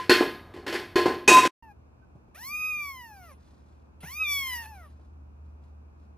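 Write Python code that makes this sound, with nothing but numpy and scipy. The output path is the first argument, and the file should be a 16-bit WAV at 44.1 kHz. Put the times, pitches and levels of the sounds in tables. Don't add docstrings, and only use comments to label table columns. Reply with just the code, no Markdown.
import sys
import numpy as np
from scipy import signal
from scipy.fft import rfft, irfft, next_fast_len
from scipy.io import wavfile
from scipy.ndimage import uniform_filter1d, map_coordinates

SR = 44100
rng = np.random.default_rng(int(sys.argv[2]) if len(sys.argv) > 2 else 0)


def master(y):
    cut = np.clip(np.atleast_2d(y).T, -1, 1)
    pcm = np.round(cut * 32767)
    wavfile.write(sys.argv[1], SR, pcm.astype(np.int16))


N = 272097
TIME = np.arange(N) / SR

# start_s, strength_db, hardness_db (clank above thud), free_ring_db
BASE_KNOCKS = [(0.0, -42.5, 3.5, -3.5), (.095, -15.5, 1.5, 2.5), (0.207, -18.5, -16, -8.5),
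               (.538, -42.5, -8, -15), (0.563, -42.5, -10.5, 3.5), (0.665, -31, -4, -4.5),
               (0.679, -34.5, 1.5, -14), (0.726, -32, -0.5, -1.5), (0.739, -29.5, -2.5, -12),
               (.804, -41, -20, 3), (.957, -21, -3.5, 4.5), (.98, -25, -10.5, 6), (1.057, -16.5, -14, -2.5)]
# start_s, clank_db
RIM_STRIKES = [(1.277, -20), (1.283, -21.5), (1.316, -23), (1.367, -23), (1.429, -31), (1.451, -24)]
# first_db, fall_db_per_s
SETTLING = [(4, 11.5), (0, 51), (-7, 75.5), (7, 135.5)]
# pitch_hz, base_struck_db, rim_struck_db, t60_s
BOWL_MODES = [(355, 1, -16, .42), (401, -7, -20, .4), (456, -7, -22, .35), (617, -20, -17, .5),
              (740, -17, -14, .5), (1024, -30, -8, .6), (1040, -5, -28, .48), (1238, -24, -14, .9),
              (1529, -16, -21, .6), (1663, -8, -17, .6), (1871, -12, -30, .5), (2027, -17, -28, .5),
              (2143, -16, -30, .5), (2497, -15, -8, .5), (2506, -30, -7, .5), (2528, -28, -3, .45),
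              (2619, -21, -10, .55), (2716, -22, -7, .4), (3085, -17, -35, .55), (3495, -18, -35, .5),
              (3748, -20, -16, .55), (3809, -35, -14.5, .8), (4306, -9, -35, .38), (4336, -8, -35, .45),
              (4810, -18, -35, .35), (6408, -45, -11, .17), (6538, -45, -21, .6), (7166, -28, -17, .35),
              (8041, -45, -20, .5), (9129, -50, -24, .5)]
# time_s, level_db
ROLL = [(1.28, -33), (1.308, -17), (1.352, -9.5), (1.388, -9.5), (1.418, -29), (1.44, -17.5),
        (1.475, -25.5)]
# frequency_hz, level_db
THUD_COLOUR = [(30, -39), (60, -32), (88, -17.5), (115, -32.5), (160, -14.5), (225, -10), (280, -2),
               (355, 2.5), (470, -5), (650, -9.5), (950, -9.5), (1400, -19.5), (3000, -59)]
CLANK_COLOUR = [(300, -25), (800, -15), (1150, -9.5), (1370, -2), (1750, 2.5), (2600, 0), (2950, -4),
                (3700, -7), (4500, -8), (5400, -12), (6400, -24), (12000, -45)]
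SIZZLE_COLOUR = [(1500, -33), (4000, -7.5), (5500, 1.5), (8200, 0), (9100, -7.5), (10200, -7),
                 (12300, -15.5), (14000, -5)]
BRIGHT_EDGE_COLOUR = [(3000, -25), (4600, 6.5), (6000, -9.5), (8000, -11.5), (10000, -3.5), (11600, -10.5),
                      (13200, -4.5), (14500, -7)]
# band_hz, t60_s
BAND_DECAY = [(100, 0.84), (350, 0.32), (1000, 0.4), (2000, 0.44), (4500, 0.45), (8000, 0.35),
              (14000, 0.57)]
# frequency_hz, level_db
RUMBLE_COLOUR = [(25, -20), (53, -5.5), (68, -10), (87, 3), (115, -9.5), (400, -12), (1500, -22.5),
                 (8000, -50)]
# time_s, pitch_hz
MEW_PITCH = [
    [(1.625, 926.5), (1.671, 884.3), (1.715, 810.3)],
    [(2.35, 574), (2.368, 677), (2.382, 771), (2.414, 909), (2.45, 1040), (2.49, 1139), (2.526, 1214),
     (2.59, 1243), (2.69, 1249), (2.8, 1196), (2.916, 1089), (3.024, 965), (3.122, 839.6), (3.252, 687),
     (3.28, 655), (3.33, 512)],
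    [(4.03, 691), (4.048, 709.7), (4.062, 817.5), (4.09, 974), (4.148, 1190), (4.22, 1291), (4.268, 1177),
     (4.412, 1103), (4.664, 864.4), (4.696, 902.2), (4.742, 822), (4.788, 737), (4.875, 559.7)],
]
# time_s, voice_db, overtones_db
MEW_EFFORT = [
    [(1.63, -53, -77.5), (1.662, -52, -86), (1.715, -54, -81)],
    [(2.35, -55, -67), (2.466, -47, -50), (2.532, -36, -53), (2.662, -30, -53), (2.692, -30.5, -54.5),
     (2.786, -34.5, -56.5), (2.848, -36.5, -54), (2.908, -40, -55.5), (2.934, -44.5, -60),
     (3.154, -53.5, -69.5), (3.32, -54.5, -71), (3.33, -62.5, -74)],
    [(4.03, -50.5, -62.5), (4.148, -47, -51.5), (4.218, -26.5, -56.5), (4.232, -26.5, -55),
     (4.26, -30.5, -53.5), (4.316, -29, -40), (4.426, -31.5, -47.5), (4.454, -35, -48.5),
     (4.556, -39, -48.5), (4.674, -49, -65.5), (4.856, -54.5, -78.5), (4.875, -65, -84.5)],
]
# rasp_start_s, open_s, shut_s, width_0_to_1, third_harmonic_twang_db
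MEW_MOUTH = [(1.615, 1.6, 1.65, .1, -0.5), (2.344, 2.582, 3.18, 0.76, -10),
             (4.003, 4.266, 4.755, 0.99, 3.5)]
# frequency_hz, gain_db
THROAT = [(1700, 35), (2600, 5.5), (3300, -14), (4000, -2.5), (4800, 0), (5900, 4.5), (6800, -5.5),
          (7600, -8), (8500, -11.5), (9800, -23), (11000, 4), (12400, 15), (13300, -2)]
# frequency_hz, gain_db
MOUTH_SHUT = [(550, -2.5), (700, -9.5), (900, 2), (1250, -0.5), (1500, -12), (1800, -9.5), (2200, -14.5),
              (2650, -17), (3000, -3.5), (3500, -51), (3900, -43)]
MOUTH_OPEN = [(900, 0), (1250, -3), (1800, 31.5), (2100, 14), (2400, 18), (2600, 17.5), (2950, 4),
              (3300, 7), (3600, 5), (3900, -12)]
# centre_s, half_length_s, roughness_0_to_1
CRACKS = [(4.53, .07, .3), (4.645, .026, .65)]
# frequency_hz, level_db
RASP_COLOUR = [(400, -15), (1200, -5), (2000, -6), (2700, 2.5), (3600, -3), (5500, -12.5), (7800, -17),
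               (9500, 7), (11500, -2), (13000, -2), (13800, -31)]
# centre_s, half_length_s, pitch_hz, peak_db
SQUEAK = (2.035, .015, 1530, -63)
# start_s, bump_db, rustle_db, rustle_rise_s
BUMPS_AND_RUSTLES = [(2.153, -46.5, -72, .015), (2.279, -50, -78, 0.029), (3.37, -58, -56.5, 0.077),
                     (3.529, -52, -72, 0.068), (3.655, -54.5, -67.5, .06), (4.032, -36, -57, .02),
                     (4.88, -64, -61, 0.034), (4.99, -54, -67, .04), (5.43, -64, -69, 0.033),
                     (5.617, -54.5, -65, .035), (5.97, -61, -65.5, .04)]
# frequency_hz, level_db
BUMP_COLOUR = [(30, 1), (110, 13.5), (350, -3.5), (800, -5), (2000, -40)]
RUSTLE_COLOUR = [(600, -21), (1500, 1), (2600, -8.5), (4000, -2.5), (6200, -8), (8500, -9), (13000, -14)]
# time_s, level_db
HUM_LEVEL = [(1.65, -61.5), (1.69, -55.5), (2.36, -59.5), (5.47, -45), (6.15, -50.5)]
# frequency_hz, level_db
AIR_COLOUR = [(20, -34.5), (40, -29.5), (55, -3.5), (85, -7.5), (100, -17), (120, -6), (150, -19),
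              (205, -12.5), (300, -18.5), (450, -25.5), (1000, -28.5), (1500, -36), (2000, -49),
              (2500, -40), (3100, -54.5), (6000, -56), (9000, -63), (13000, -62.5)]

KNOCK_SIZZLE_DB, KNOCK_RIM_DB, BRIGHT_EDGE_DB = -15.5, -18.5, -15
STRIKE_RISE_S, STEEL_UNEVEN_DB = .001, 3.5
ROLL_HZ = 1025
FIRST_RING_DB, FIRST_RING_T60_S = -28.5, .15
CUT_OUT_S, CUT_IN_S = 1.477, 1.624
OPENING_S, CLOSING_S = 0.4, 0.36
CLEAR_ROUGH, ONSET_ROUGH, END_ROUGH = .03, .95, .5
ONSET_S, FRAY_S = 0.061, 0.15
RASP_DB, RASP_FOLLOWS = -27.5, 0.38
RASP_RISE_S, RASP_TAIL_S = 0.0045, 0.061
HUM_HZ, AIR_DB = 74.5, -57.5
STOPBAND_HZ = 14500


def from_db(db):
    return 10 ** (np.asarray(db) / 20)


def rms_one(x):
    return x / np.sqrt(np.mean(x ** 2) + 1e-20)


def in_time(rows, t=TIME):
    s, *columns = np.transpose(rows)
    return [np.interp(t, s, c) for c in columns]


def at_hz(points, hz):
    table_hz, values = np.transpose(points)
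    return np.interp(np.log(hz + 1e-9), np.log(table_hz), values)


def gate(t, start, stop, edge):
    return np.clip((t - start) / edge, 0, 1) * np.clip((stop - t) / edge, 0, 1)


def swell(t, centre, half_length):
    return np.exp(-((t - centre) / half_length) ** 2)


def noise(colour, size):
    n = next_fast_len(size)
    spectrum = rfft(rng.standard_normal(n))
    colour_gain = from_db(at_hz(colour, np.fft.rfftfreq(n, 1 / SR)))
    return rms_one(irfft(spectrum * colour_gain, n)[:size])


def drift(rate, t):
    return map_coordinates(rng.standard_normal(8192), [t * rate], order=3, mode="wrap")


def contacts():
    rows = []
    for _, thud, hardness, ring in BASE_KNOCKS:
        clank = thud + hardness
        rows.append((thud, clank, clank + KNOCK_SIZZLE_DB, ring, clank + KNOCK_RIM_DB))
    first_db, fall = np.transpose(SETTLING)
    for s, clank in RIM_STRIKES:
        thud, sizzle, base, rim = first_db - fall * (s - RIM_STRIKES[0][0])
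        rows.append((clank + thud, clank, clank + sizzle, base, clank + rim))
    return np.transpose(rows)


def ring_down(levels_db, t60, t, attack=STRIKE_RISE_S):
    power = np.zeros(len(t))
    for contact, db in zip(BASE_KNOCKS + RIM_STRIKES, levels_db):
        power[max(0, int(contact[0] * SR))] += from_db(db) ** 2
    power = signal.lfilter([1], [1, -from_db(-60 / (t60 * SR)) ** 2], power)
    rise = np.exp(-1 / (attack * SR))
    return np.sqrt(signal.lfilter([1 - rise], [1, -rise], power) + 1e-20)


def clatter(colour, levels_db, t, crack_db, crack_t60, uneven_db, rattle_db=1.1):
    hz = np.fft.rfftfreq(len(t), 1 / SR)
    strengths = rms_one(from_db(uneven_db * np.minimum(drift(1 / 28, hz), 1.8)))
    spectrum = rfft(noise(colour, len(t))) * strengths
    crack = ring_down(levels_db + crack_db, crack_t60, t, attack=0.0009)
    out = 0
    for k, (_, t60) in enumerate(BAND_DECAY):
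        share = at_hz([(row[0], j == k) for j, row in enumerate(BAND_DECAY)], hz)
        band = irfft(spectrum * share, len(t))
        out = out + band * np.hypot(ring_down(levels_db, t60, t), crack)
    return out * from_db(rattle_db * drift(300, t))


def bowl_modes(t, thud, clank, sizzle, base, rim, waver=0.32, body_top_hz=1150, hard_hz=5600,
               base_ring_db=-6.5, rim_ring_db=-4.0, bright_ring_db=-0.5):
    out = np.zeros(len(t))
    for hz, base_db, rim_db, t60 in BOWL_MODES:
        blow = thud if hz < body_top_hz else clank + bright_ring_db
        edge = rim if hz < hard_hz else rim + sizzle - clank
        from_base = ring_down(blow + base + base_db + base_ring_db, t60, t)
        from_rim = ring_down(edge + rim_db + rim_ring_db, t60, t)
        swing = 1 + waver * (drift(45, t) + 1j * drift(45, t))
        tone = np.real(swing * np.exp(2j * np.pi * (hz * t + rng.random())))
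        out += np.sqrt(2) * np.hypot(from_base, from_rim) * tone
    return out


def rim_singing(t):
    rolling = from_db(in_time(ROLL, t)[0]) * (t > RIM_STRIKES[0][0])
    first_ring = from_db(FIRST_RING_DB) * np.exp(-np.log(1000) * t / FIRST_RING_T60_S)
    tone = np.sin(2 * np.pi * ROLL_HZ * t + .12 * drift(43, t))
    return np.sqrt(2) * (rolling + first_ring) * tone


def bowl():
    t = TIME[:72000]
    thud, clank, sizzle, base, rim = contacts()
    bright_edge = clank[:len(BASE_KNOCKS)] + BRIGHT_EDGE_DB
    steel = STEEL_UNEVEN_DB
    out = clatter(THUD_COLOUR, thud - 5.0, t, crack_db=3.0, crack_t60=0.086, uneven_db=-2)
    out += clatter(CLANK_COLOUR, clank - 2.0, t, crack_db=0.0, crack_t60=0.014, uneven_db=steel)
    out += clatter(SIZZLE_COLOUR, sizzle - 1.0, t, crack_db=-5.0, crack_t60=0.026, uneven_db=steel)
    out += clatter(BRIGHT_EDGE_COLOUR, bright_edge, t, crack_db=-2.5, crack_t60=0.03, uneven_db=steel)
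    out += bowl_modes(t, thud, clank, sizzle, base, rim)
    out += rim_singing(t)
    out += from_db(-50.5) * noise(RUMBLE_COLOUR, len(t))
    cut = gate(t, -1, CUT_OUT_S + 0.0024, 0.0033)
    remainder = from_db(-19.0) * gate(t, -1, 1.51, 0.041)
    return np.pad(out * np.maximum(cut, remainder), (0, N - len(t)))


def roughness(t, start, stop):
    onset = ONSET_ROUGH * np.exp(-np.maximum(t - start, 0) / ONSET_S)
    fray = END_ROUGH * np.exp(-np.maximum(stop - t, 0) / FRAY_S)
    cracks = sum(depth * swell(t, s, half) for s, half, depth in CRACKS)
    return np.clip(CLEAR_ROUGH + onset + fray + cracks, 0, 1)


def throat_gains(hz, t, overtones, rough, overtone_db=1.5, treble_db=10.0, split_hz=9000, overtone_hz=3900):
    gains = from_db(at_hz(THROAT, hz)) * np.clip((13300 - hz) / 300, 0, 1)
    gains *= from_db((2 + 4 * rough) * np.array([drift(45, t) for _ in gains]))
    high = np.clip((hz - split_hz) / 1000 + .5, 0, 1)
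    middle = (1 - high) * np.clip((hz - overtone_hz) / 1000 + .5, 0, 1)
    middle_size = np.sqrt(np.sum((gains * middle) ** 2, axis=0) + .03)
    high_size = np.sqrt(np.sum((gains * high) ** 2, axis=0) + .03)
    middle_gain = from_db(overtones + overtone_db) / middle_size
    high_gain = from_db(overtones + treble_db) / high_size
    return gains * ((1 - high) * middle_gain + high * high_gain)


def mouth_gains(hz, t, level, opening, twang_db, flutter_db=0.9):
    lowest = from_db((1 - opening) * at_hz(MOUTH_SHUT, hz) + opening * at_hz(MOUTH_OPEN, hz))
    lowest[2] *= from_db(twang_db * opening)
    flutter = flutter_db * np.array([drift(40, t) for _ in lowest])
    return from_db(level + flutter) * lowest / np.linalg.norm(lowest, axis=0)


def breath_rasp(t, rough, overtones, rasp_s, stop, end_gain=0.72):
    rasp_db = RASP_DB + RASP_FOLLOWS * overtones + 1.5 * drift(100, t)
    rasp = rough * from_db(rasp_db) * noise(RASP_COLOUR, len(t))
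    corners_s = [rasp_s, rasp_s + RASP_RISE_S, stop - FRAY_S, stop, stop + RASP_TAIL_S]
    return rasp * np.interp(t, corners_s, [0, 1, 1, end_gain, 0])


def mew(melody, effort, mouth, blur=0.42):
    start, stop = melody[0][0], melody[-1][0]
    rasp_s, open_s, shut_s, width, twang_db = mouth
    span = (TIME > rasp_s) & (TIME < stop + RASP_TAIL_S)
    t = TIME[span]
    pitch, = in_time(melody, t)
    level, overtones = in_time(effort, t)
    opening = np.minimum(1 + (t - open_s) / OPENING_S, (shut_s - t) / CLOSING_S)
    opening = width * np.clip(opening, 0, 1)
    rough = width * roughness(t, start, stop)
    jitter = rough * (.016 * drift(450, t) + .028 * rough * drift(110, t)) + .0012 * drift(60, t)
    pitch = uniform_filter1d(pitch, size=1200, mode="nearest") * (1 + jitter)
    hz = np.arange(1, 21)[:, None] * pitch
    gains = throat_gains(hz, t, overtones, rough)
    gains[:3] = mouth_gains(hz[:3], t, level, opening, twang_db)
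    smear = blur * (1 + 4 * rough) * (hz / 12000) ** 2 * np.array([drift(500, t) for _ in hz])
    phase = 2 * np.pi * np.cumsum(hz, axis=1) / SR + smear
    voice = np.sqrt(2) * np.sum(gains * np.sin(phase), axis=0)
    shimmer = 1 + .5 * rough * drift(800, t)
    voice *= shimmer * gate(t, start - .008, stop + 0.015, 0.011)
    out = np.zeros(N)
    out[span] = voice + breath_rasp(t, rough, overtones, rasp_s, stop)
    return out


def squeak():
    s, half, hz, db = SQUEAK
    return from_db(db) * swell(TIME, s, half) * np.sin(2 * np.pi * hz * TIME + drift(80, TIME))


def bumps_and_rustles(bump_s=0.015, grain_db=2.5):
    bump = noise(BUMP_COLOUR, N)
    rustle = noise(RUSTLE_COLOUR, N) * from_db(grain_db * drift(120, TIME) - 14.0)
    out = np.zeros(N)
    for s, bump_db, rustle_db, rustle_s in BUMPS_AND_RUSTLES:
        age = np.maximum(TIME - s, 0)
        out += from_db(bump_db) * np.minimum(age / 0.0018, 1) * np.exp(-age / bump_s) * bump
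        out += from_db(rustle_db) * age / rustle_s * np.exp(1 - age / rustle_s) * rustle
    return out


def ports(x, lag_s=.000045):
    return np.array([x, map_coordinates(x, [np.arange(len(x)) - lag_s * SR], order=3)])


def nook(x, t60=.08, wet_db=-10.0):
    t = TIME[:12000]
    echoes = rng.standard_normal((2, len(t))) * from_db(-60 * t / t60) * (t > .001)
    echoes /= np.sqrt(np.sum(echoes ** 2, axis=1, keepdims=True))
    return from_db(wet_db) * signal.fftconvolve(x[None], echoes, axes=1)[:, :N]


def kitten():
    mews = sum(mew(*call) for call in zip(MEW_PITCH, MEW_EFFORT, MEW_MOUTH))
    close = mews + squeak() + bumps_and_rustles()
    return ports(close) + nook(close)


def low_hum(waver_db=1.1):
    level_db, = in_time(HUM_LEVEL)
    level = from_db(level_db - 2.5 + waver_db * drift(9, TIME))
    return np.sqrt(2) * level * np.sin(2 * np.pi * HUM_HZ * TIME + 0.2 * drift(10.0, TIME))


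def room_air(apart_hz=600):
    highpass = signal.butter(1, apart_hz, "high", fs=SR, output="sos")
    side = signal.sosfilt(highpass, noise(AIR_COLOUR, N))
    air = noise(AIR_COLOUR, N) + 1.7 * side * np.array([[1], [-1]])
    return from_db(AIR_DB) * air


def scene():
    cut_in = np.clip((TIME - CUT_IN_S) / 0.0019, 0, 1)
    return bowl() + (kitten() + low_hum() + room_air()) * cut_in


def record(dry):
    lowpass = signal.cheby2(16, 70, STOPBAND_HZ, fs=SR, output="sos")
    return signal.sosfilt(lowpass, np.clip(dry, -1, 1))


dry = scene()
out = record(dry)
master(out)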